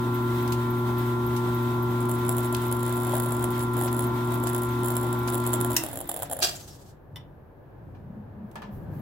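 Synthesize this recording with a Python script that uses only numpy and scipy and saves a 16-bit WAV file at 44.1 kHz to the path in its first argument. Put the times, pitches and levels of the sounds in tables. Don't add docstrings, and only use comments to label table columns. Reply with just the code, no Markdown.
import sys
import numpy as np
from scipy import signal
from scipy.fft import rfft, irfft, next_fast_len
from scipy.io import wavfile
from scipy.ndimage import uniform_filter1d, map_coordinates

SR = 44100
rng = np.random.default_rng(int(sys.argv[2]) if len(sys.argv) > 2 else 0)


def unload_audio(sound):
    columns = np.transpose(np.atleast_2d(sound))
    steps = np.round(np.clip(columns, -1, 1) * 32767)
    wavfile.write(sys.argv[1], SR, steps.astype(np.int16))


N = 397341

MAINS_HZ = 60
POWER_OFF_S = 5.72
FIRM_DB = -27

# (time [s], share of full speed)
SPEED = [(0, 1), (5.705, 1), (5.77, .955), (5.85, .905), (6.42, .55), (6.95, 0)]
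# (time [s], level [dB])
LOAD = [(0, -26.5), (2.1, -26), (2.5, -27), (3.9, -27.5), (5.7, -27.5)]
# (time [s], strength [dB])
CATCHES = [(2.0048, -29), (2.0936, -25.5), (2.1146, -22), (2.2916, -16), (2.382, -23), (2.4546, -26),
           (2.5257, -23), (2.617, -29), (2.7137, -27), (2.7247, -21), (2.8307, -29), (2.925, -25.5),
           (3.1522, -19), (3.166, -24), (3.1993, -20), (3.2224, -30), (3.26, -22), (3.3204, -26.5),
           (3.426, -26.5), (3.4411, -19), (3.5048, -30), (3.5788, -28), (3.7678, -25.5), (3.8117, -21.5),
           (3.928, -25), (3.9454, -27), (3.9918, -18.5), (4.021, -27.5), (4.3208, -24), (4.4368, -21.5),
           (4.471, -21), (4.5466, -21), (4.8334, -26), (4.884, -21.5), (4.9033, -19.5), (4.9666, -17.5),
           (5.0325, -28.5), (5.1277, -24.5), (5.3437, -20), (5.3522, -19.5), (5.4, -24.5), (5.4352, -38),
           (5.4645, -20.5), (5.473, -20), (5.4914, -25.5), (5.5044, -29), (5.5318, -16.5), (5.5375, -15.5),
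           (5.6037, -27), (5.6111, -20.5), (5.646, -19), (5.6604, -30), (5.8366, -22.5), (5.8625, -25),
           (5.886, -29), (5.898, -36.5), (5.9125, -28.5), (5.9296, -27), (5.9364, -31.5), (5.9559, -26),
           (5.9728, -26), (5.9884, -32.5), (6.0033, -25.5), (6.0114, -27), (6.0899, -26), (6.0926, -21.5),
           (6.114, -23), (6.1409, -26), (6.1629, -22.5), (6.1714, -27.5), (6.1904, -29), (6.1994, -29.5),
           (6.2218, -21.5), (6.2304, -19), (6.2976, -27.5), (6.3126, -22), (6.324, -24.5), (6.3314, -23),
           (6.365, -29.5), (6.3894, -26), (6.4004, -28.5)]
# (frequency [Hz], half-width [Hz], relative level [dB])
CASTING = [(143, 16, -5), (276, 10, 3), (336, 12, 3)]


def amp(db):
    return 10 ** (np.asarray(db) / 20)


def unit(x):
    return x / np.sqrt(np.mean(x ** 2) + 1e-20)


def clock():
    return np.arange(N) / SR


def along(points, hz):
    f, v = np.transpose(points)
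    return np.interp(np.log(hz + 1), np.log(f + 1), v)


def curves(rows):
    s, *columns = np.transpose(rows)
    return [np.interp(clock(), s, column) for column in columns]


def wobble(rate):
    knots = rng.standard_normal(int(N * rate / SR) + 4)
    steps = np.arange(0, len(knots) - 1, 1 / 10)
    return np.interp(clock() * rate, steps, map_coordinates(knots, [steps]))


def ramp(start, length):
    return np.clip((clock() - start) / length, 0, 1)


def swells(rows):
    return sum(amp(db) * np.exp(-((clock() - s) / half) ** 2) for s, half, db in rows)


def pan(db):
    return amp([[db / 2], [-db / 2]])


def filtered(x, response):
    m = next_fast_len(N + 8192)
    return irfft(rfft(x, m) * response(np.fft.rfftfreq(m, 1 / SR)), m)[..., :N]


def noise(spectrum, ripple_db=0):
    # (frequency [Hz], likeness)
    alike = [(30, 0.53), (100, 1), (330, 0.62), (600, 0.37), (1100, 0.33), (2000, 0), (12000, 0.19)]

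    def colour(hz):
        turn = np.arccos(np.clip(along(alike, hz), -1, 1)) / 2
        ripple = map_coordinates(rng.standard_normal(400), [hz / 70])
        ripple = ripple * np.clip(hz / 2000 - .5, 0, 1)
        return amp(along(spectrum, hz) + ripple_db * ripple) * [np.cos(turn), np.sin(turn)]

    mid, side = filtered(rng.standard_normal((2, N)), colour)
    return unit(np.array([mid + side, mid - side]))


def resonant(peaks, channels=1):
    def gain(hz):
        return sum(amp(db) / (1 + ((hz - centre) / width) ** 2) for centre, width, db in peaks)

    return unit(filtered(rng.standard_normal((channels, N)), gain))


def decay(t, t60, attack):
    t = np.maximum(t, 0)
    return np.exp(-np.log(1000) * t / t60) * (1 - np.exp(-t / attack))


def ring(modes, t, attack):
    return sum(amp(db + 2 * rng.standard_normal()) * decay(t, t60, attack) * np.sin(2 * np.pi * hz * t)
               for hz, db, t60 in modes)


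def crackle(rate, t60):
    specks = (rng.random(N) < rate / SR) * rng.uniform(.3, 1, N)
    return unit(signal.fftconvolve(specks, decay(np.arange(SR // 8) / SR, t60, .0003))[:N])


def hum():
    # (multiple of twice the mains frequency, relative level [dB], left-right difference [dB])
    harmonics = [(1, -30.5, 1.6), (2, -35, 1.1), (3, -32.5, -0.6), (4, -59.5, -16.5), (5, -58, 6),
                 (7, -59.5, 21), (8, -60, 7)]
    # (sideband number, relative level [dB], left-right difference [dB], left lead [rad])
    sidebands = [(-1, -57, 35, 2.5), (0, -41.5, 7, 0), (1, -43, -2, 2), (2, -53.5, -6, 2),
                 (3, -40.5, -2.5, 1.34)]
    slot_hz = 1015.6
    field_fade_s, slot_fade_s = .036, .075
    [speed], [load_db] = curves(SPEED), curves(LOAD)
    field = 2 * np.pi * 2 * MAINS_HZ * clock()
    slots = 2 * np.pi * slot_hz * np.cumsum(speed) / SR + 0.38 * wobble(3.4)
    since_off = np.maximum(clock() - POWER_OFF_S, 0)
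    powered = np.exp(-since_off / field_fade_s)
    gliding = np.exp(-since_off / slot_fade_s)

    drone = 0
    for k, db, lr in harmonics:
        tone = np.cos(round(k) * field + 1.05 * k * k)
        drone = drone - pan(lr) * amp(db + .5 * wobble(14)) * tone

    whine = 0
    for k, db, lr, lead in sidebands:
        tone = np.cos(slots + round(k) * field + np.array([[lead], [0]]))
        fade = powered if round(k) else gliding
        whine = whine + pan(lr) * amp(db + 0.67 * wobble(25)) * fade * tone
    return amp(load_db - np.median(load_db)) * drone * powered + whine


def drive():
    # (frequency [Hz], relative level [dB])
    gear_tones = [(71.3, -51), (986, -59), (1482, -63), (1798, -67), (1911, -68), (2153, -71), (2272, -69)]
    # (frequency [Hz], relative level [dB per Hz])
    frame_colour = [(25, -16.5), (55, -4), (85, -10), (140, -3.5), (195, -4.5), (300, 1.5), (370, -1),
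                    (480, -14), (750, -7), (1000, -5.5), (1200, -12.5), (1500, -14), (2200, -53.5)]
    bearing_colour = [(900, -5.5), (1500, 2.5), (2100, 0.5), (2800, -6), (3500, -1), (4900, -12.5),
                      (7600, -13.5), (9200, -13.5), (13000, -9.5), (15800, -9.5)]
    belt_colour = [(1000, -57.5), (10000, -31), (12300, 4.5), (13300, 0.5), (14500, -2), (16000, -11)]
    frame_db, casting_db, hiss_db = -38, -44, -44
    coast_frame_db, coast_hiss_db = -17, -8.5
    coast_lag_s, coast_fade_s = 0.042, 0.3
    hiss_per_load = 0.27
    [speed], [load_db] = curves(SPEED), curves(LOAD)
    travel = np.cumsum(speed) / SR
    torque = np.exp(-np.maximum(clock() - POWER_OFF_S, 0) / .06)
    turning = np.clip(speed / .5, 0, 1) ** 3
    coasting = ramp(POWER_OFF_S + coast_lag_s, coast_fade_s)

    tones = sum(amp(db + 2.5 + 4.4 * wobble(12)) * np.cos(2 * np.pi * hz * travel + 0.5 * wobble(10))
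                for hz, db in gear_tones)
    frame = amp(frame_db + 1.8 * wobble(20)) * noise(frame_colour) + amp(casting_db) * resonant(CASTING)
    frame = frame * amp(coast_frame_db * coasting + 0.49 * wobble(2.7))

    buzz = 1 + 0.069 * torque * np.cos(2 * np.pi * 2 * MAINS_HZ * clock())
    hiss_level = hiss_db + hiss_per_load * (load_db - np.median(load_db))
    hiss_level = hiss_level + coast_hiss_db * coasting + 1.77 * wobble(18)
    hiss = amp(hiss_level) * buzz * noise(bearing_colour, ripple_db=3.2)

    lap = (travel - .142) % .2803
    chirp = decay(lap, 0.0736, 0.0018) + 0.39 * decay(lap - .075, 0.17, 0.0068)
    belt = amp(-35) * chirp * speed ** 2 * noise(belt_colour)
    return tones * torque + (frame + hiss) * turning + belt


def ambience():
    # (time [s], relative level [dB])
    rumble_swell = [(6.6, -50.5), (7.1, -55), (7.13, -48), (7.63, -56.5), (7.87, -46), (8.7, -51.5),
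                    (8.73, -43), (9.01, -38.5)]
    # (centre [s], half length [s], level [dB])
    booms = [(8.16, 0.11, -41.5), (8.42, 0.059, -39.5), (8.68, 0.12, -43.5), (8.91, 0.052, -44.5)]
    # (centre [s], half length [s], average level [dB])
    rustle_swells = [(8.55, 0.065, -71), (8.77, 0.0602, -65.5), (8.97, 0.058, -63.5)]
    # (frequency [Hz], relative level [dB per Hz])
    rumble_colour = [(22, -21.5), (45, -6), (90, 4), (145, 4.5), (175, -2.5), (215, -5), (260, -9),
                     (400, -14), (600, -58)]
    deep_colour = [(20, -4.5), (50, 11), (90, -10.5), (200, -57.5)]
    air_colour = [(160, -41.5), (280, -10), (595, -10.5), (654, -14), (880, -15.5), (1340, -25),
                  (1700, -23.5), (1920, -32), (7000, -60), (9100, -87.5), (15400, -120)]
    rustle_colour = [(1000, -15.5), (2500, -1.5), (5000, -6.5), (9000, -9.5), (12500, 8), (16000, 2)]
    # (start [s], end [s])
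    rise_from, rise_to = (7.76, 9.74)
    air_db, air_rise_db, rustle_floor_db = -54.5, 11, -78
    [rumble_db] = curves(rumble_swell)
    rumble = amp(rumble_db + 3.0 + wobble(22)) * noise(rumble_colour)
    rumble = rumble + swells(booms) * resonant([(203, 18, 0)])
    air_level = air_db + air_rise_db * ramp(rise_from, rise_to - rise_from) + 0.8 * wobble(4.9)
    room_tone = amp(-60) * noise(deep_colour) + amp(air_level) * noise(air_colour)
    rustle_gain = amp(rustle_floor_db) + swells(rustle_swells) * amp(2.8 * wobble(40))
    return pan(0.93) * (rumble + room_tone) + rustle_gain * noise(rustle_colour)


def handling():
    # (time [s], relative level [dB], t60 [s])
    knocks = [(2.291, -31.5, .035), (7.16, -46.5, 0.15), (7.947, -54.5, 0.19), (8.556, -36, 0.15),
              (8.62, -39, .21)]
    ticks = [(.477, -34.5, 0.035), (.522, -30.5, 0.086), (1.364, -37, 0.13), (2.548, -21, 0.015),
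             (7.159, -43.5, 0.02), (8.514, -54, 0.028), (8.556, -44, 0.031), (8.619, -53, .035)]
    # (time [s], relative level [dB])
    tinks = [(7.159, -41), (7.168, -44.5)]
    # (frequency [Hz], relative level [dB per Hz])
    knock_colour = [(240, -49), (400, -9.5), (502, -19.5), (907, -3.5), (1500, -14), (2060, -21),
                    (2700, -19), (4200, -27.5), (15000, -51)]
    tick_colour = [(1200, -23.5), (2800, 3), (5000, -0.5), (9000, -0.5), (15000, -2.5)]
    # (frequency [Hz], half-width [Hz], relative level [dB])
    knock_body = [(830, 61, 0), (1160, 42, -19), (1740, 34, 4), (2370, 77, -4), (2850, 90, -15),
                  (3420, 38, -25.5), (5250, 46, -23)]
    jangle_peaks = [(1980, 130, -2), (3050, 230, -2.5), (3600, 250, -5), (5140, 360, -5.5), (9050, 350, -9),
                    (13500, 900, -11)]
    # (frequency [Hz], relative level [dB], t60 [s])
    steel_modes = [(1981, -11, .08), (3020, -4, .04), (3542, -1, .07), (3590, -10, .04), (5566, -12, .06),
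                   (8950, -19, .03), (12190, -15, .07)]
    t = clock()

    def blows(rows):
        return sum(amp(db) * decay(t - s, t60, 0.00019) for s, db, t60 in rows)

    body = amp(-1.5) * noise(knock_colour, ripple_db=2.5) + amp(-10) * resonant(knock_body, channels=2)
    tones = sum(amp(db) * ring(steel_modes, np.maximum(t - s, 0), attack=0.00043) for s, db in tinks)
    jangle = blows([(s, db + 1.5, .03) for s, db in tinks]) * resonant(jangle_peaks, channels=2)
    return blows(knocks) * body + blows(ticks) * noise(tick_colour) + amp(2.0) * tones + jangle


def chatter(count=32):
    # (start [s], length [s], middle strength [dB])
    contacts = [(2.302, .17, -31), (2.631, .18, -33), (2.864, .24, -30), (3.109, .075, -27),
                (3.235, .19, -32.5), (3.593, .05, -31), (3.768, .1, -27), (3.992, .03, -27),
                (4.274, .14, -34.5), (4.465, .055, -29), (4.548, .04, -27.5), (4.62, .035, -29),
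                (4.833, .03, -26.5), (4.908, .17, -32.5), (5.275, .065, -26.5), (5.702, .045, -26)]
    gap_s, gap_spread, scatter_db = .0095, .35, 3
    skip_per_db = .11
    clear_s = .007
    draws = rng.standard_normal((len(contacts), 2, count))
    skids = []
    for (start, length, db), (timing, force) in zip(contacts, draws):
        gaps = gap_s * np.exp(gap_spread * timing + skip_per_db * max(FIRM_DB - db, 0))
        times = np.cumsum(gaps) - gaps
        skids += [(start + s, db + scatter_db * np.tanh(f)) for s, f in zip(times, force) if s < length]
    return [(s, db) for s, db in skids if all(abs(s - catch) > clear_s for catch, _ in CATCHES)]


def bit():
    # (frequency [Hz], relative level [dB per Hz])
    grit_colour = [(300, -29.5), (900, -2), (1700, 0), (2400, -18.5), (3300, -4), (4600, -14.5),
                   (6600, -18.5), (7300, -5.5), (8400, -1.5), (12500, -1.5), (14300, -9.5), (15600, 1)]
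    scuff_colour = [(500, -10.5), (1000, 0.5), (1800, -2.5), (3500, -7.5), (7000, -8), (15000, -23.5)]
    # (frequency [Hz], half-width [Hz], relative level [dB])
    flute_peaks = [(3230, 250, -9), (7434, 290, 0.5), (9350, 130, 0), (9780, 70, -0.5), (10960, 240, 7.5),
                   (12000, 170, -4), (13280, 190, 3.5)]
    # (frequency [Hz], relative level [dB], t60 [s])
    bowl_modes = [(555, -4, .045), (660, 0, .055), (760, -1.5, .04), (880, -8, .03)]
    # (centre [s], half length [s], relative level [dB])
    scuff_swells = [(3.606, .012, -42.5), (3.882, 0.0081, -38.5), (4.476, 0.015, -39.5),
                    (4.552, .01, -45.5), (5.283, 0.0062, -32.5), (6.259, 0.01, -47)]
    pushes = [(2.31, .03, -45), (3.15, .04, -39), (3.815, .04, -42), (4.89, 0.043, -39), (5.54, 0.014, -34)]
    skid_s, skid_rise_s, skid_t60_s = .0014, .0006, .012
    ring_db, ring_t60_s = -8, .035
    steel_db, bowl_db, bowl_slow_db = -5.5, -9.5, 19.5
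    bowl_follow = .55
    bowl_detune = .04
    graze_db, graze_follow_db, graze_s = -51, -7, 0.089
    t = np.arange(SR // 8) / SR
    [speed] = curves(SPEED)

    slips = unit(amp(2.4 * wobble(1100)))
    scrape, flutes = amp(1.5 * np.array([wobble(70), wobble(70)]))
    steel = amp(-2.5) * scrape * noise(grit_colour, ripple_db=2)
    steel = steel + amp(-3.5) * flutes * resonant(flute_peaks, channels=2)
    scuffs = swells(scuff_swells) * noise(scuff_colour)
    bowl_peaks = [(hz, 2 / t60, db) for hz, db, t60 in bowl_modes]
    growl = swells(pushes) * crackle(110, .02) * resonant(bowl_peaks)[0]

    skids, bowl = np.zeros(N + SR), np.zeros(N + SR)
    for s, db in list(CATCHES) + chatter():
        start = round(s * SR)
        span = slice(start, start + len(t))
        hold = skid_s / speed[start] ** 2
        release = np.exp(-np.log(1000) * np.maximum(t - hold, 0) / skid_t60_s)
        skid = np.minimum(t / skid_rise_s, 1) * release
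        skids[span] += amp(db) * (skid + amp(ring_db) * decay(t, ring_t60_s, hold))
        pitch = 1 + bowl_detune * rng.standard_normal()
        level = FIRM_DB + bowl_follow * (db - FIRM_DB) + bowl_db + bowl_slow_db * (1 - speed[start])
        bowl[span] += amp(level) * ring(bowl_modes, t * pitch, attack=hold / 2)
    skids, bowl = skids[:N], bowl[:N]

    touching = (clock() > 1.98) & (clock() < 6.42)
    pressure = np.sqrt(np.abs(uniform_filter1d(skids ** 2, round(graze_s * SR))))
    graze = (amp(graze_db) + amp(graze_follow_db) * pressure) * crackle(85, 0.02) * touching * speed ** 4
    scratches = amp(steel_db) * np.hypot(skids, graze) * slips * steel
    return pan(-3.0) * scratches + pan(4.3) * (bowl + growl) + scuffs


def run_down():
    # (multiple of the turning rate, relative level [dB])
    shaft_orders = [(6, -4), (11, -4), (12, 0), (15, 3)]
    shaft_hz = 29.8
    [speed] = curves(SPEED)
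    turns = shaft_hz * np.cumsum(speed) / SR

    def gain(hz):
        return sum(amp(db) / (1 + ((hz - centre) / (1.5 * width)) ** 2) for centre, width, db in CASTING)

    orders = sum(amp(db) * gain(k * shaft_hz * speed) * np.sin(2 * np.pi * (k * turns + rng.random()))
                 for k, db in shaft_orders)
    fade = decay(clock() - POWER_OFF_S, 2.1, 0.051) * np.clip(speed / .5, 0, 1) ** 3
    return amp(-40) * fade * orders


def switches():
    # (frequency [Hz], relative level [dB per Hz])
    snap_colour = [(290, -36), (500, -8), (1610, -17.5), (1890, 3), (2350, -13.5), (2710, 3.5), (3420, -20),
                   (3730, -4), (4240, -11.5), (5350, -1), (8490, -2.5), (15800, -3)]
    collar_colour = [(150, -57.5), (250, -29), (366, -1), (492, -19), (660, 0), (1020, -16.5), (1200, -11),
                     (1600, -14.5), (2000, -19.5), (2430, -16.5), (3260, -11), (5000, -8.5), (8100, -8.5),
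                     (8800, -14), (12200, -13), (15800, -16.5)]
    # (frequency [Hz], half-width [Hz], relative level [dB])
    box_peaks = [(1890, 50, -6.5), (2730, 60, -0.5), (3730, 50, -2), (5380, 70, -3.5)]
    housing_peaks = [(657, 51, -5), (1250, 90, -16), (1600, 60, -10), (1880, 35, -14), (2350, 22, -9),
                     (2480, 30, -10), (2740, 90, -9), (3160, 35, -6), (3320, 50, -5), (3790, 45, -7),
                     (4130, 25, -7), (4350, 28, -5), (4705, 25, -4), (4842, 30, 2), (4990, 30, -5),
                     (5740, 35, -4), (7410, 40, -5), (8170, 50, -6)]
    # (time [s], middle pitch [Hz], relative level [dB])
    squeak_glide = [(6.5, 8760, -62), (6.56, 8000, -46), (6.6, 7050, -49.5), (6.65, 6000, -51),
                    (6.74, 5150, -65), (6.8, 4800, -83)]
    # (time [s], relative level [dB], t60 [s])
    grab_blows = [(6.675, -41.5, 0.084), (6.905, -66.5, .15)]
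    rub_start_s, rub_stop_s, stop_fade_s = 6.465, 6.9, 0.03
    rub_db, rub_db_per_s = -43, -45.5
    t = clock()
    squeak_hz, squeak_db = curves(squeak_glide)

    since_snap = t - 5.7648
    snap = amp(-10) * decay(since_snap, 0.035, 0.00059) + amp(-32) * decay(since_snap, 0.33, 0.0042)
    snap = snap * noise(snap_colour, ripple_db=2)
    box = amp(-33.5) * decay(since_snap, .2, .001) * resonant(box_peaks, channels=2)
    shudder = amp(-40) * decay(since_snap, 1.6, .01) * resonant([(277, 7, -3), (326, 9, -3), (118, 8, 0)])

    slide = amp(-27.5) * np.exp(-np.abs(t - 6.424) / 0.0056)
    rattle = crackle(650, .007)
    clash = amp(-17.5) * decay(t - 6.4235, 0.22, 0.005) * (1 + rattle) / 2
    metal = amp(-1.1) * noise(collar_colour, ripple_db=3.5) + amp(-1.0) * resonant(housing_peaks, channels=2)

    rubbing = ramp(rub_start_s, .05) * np.exp(-np.maximum(t - rub_stop_s, 0) / stop_fade_s)
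    grabs = sum(amp(db) * decay(t - s, t60, .004) for s, db, t60 in grab_blows)
    rub_level = rub_db + rub_db_per_s * np.maximum(t - rub_start_s, 0) + 2.7 * wobble(68)
    rub = (amp(rub_level) + grabs) * noise(collar_colour)
    stutter = amp(squeak_db - 5 + 6 * wobble(55))
    shaky_hz = squeak_hz * (1 + .05 * wobble(1200) + .05 * wobble(45))
    squeak = stutter * np.sin(2 * np.pi * np.cumsum(shaky_hz) / SR)
    return pan(-2.3) * snap + box + shudder + pan(-1.6) * (slide + clash) * metal + (rub + squeak) * rubbing


def workshop(x):
    # (frequency [Hz], t60 [s])
    echo_t60 = [(200, 0.41), (2000, 0.31), (6000, 0.17), (14000, 0.096)]
    hz, t, z = signal.stft(rng.standard_normal((2, SR // 2)), SR, nperseg=256)
    fading = np.exp(-np.log(1000) * t / along(echo_t60, hz)[:, None])
    tail = signal.istft(z * fading, SR, nperseg=256)[1]
    late_tail = np.pad(tail, ((0, 0), (SR // 200, 0)))
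    return signal.fftconvolve(x, late_tail / np.linalg.norm(tail[0]), axes=1)[:, :N]


def scene():
    steady = np.sqrt(2) * hum() + drive() + run_down() + ambience()
    far = switches() + handling()
    near = bit()
    return steady + near + far + workshop(amp(-10.0) * near + amp(-9.0) * far)


def record(dry):
    top_hz = 15850
    return filtered(dry, lambda hz: hz < top_hz)


dry = scene()
out = record(dry)
unload_audio(out)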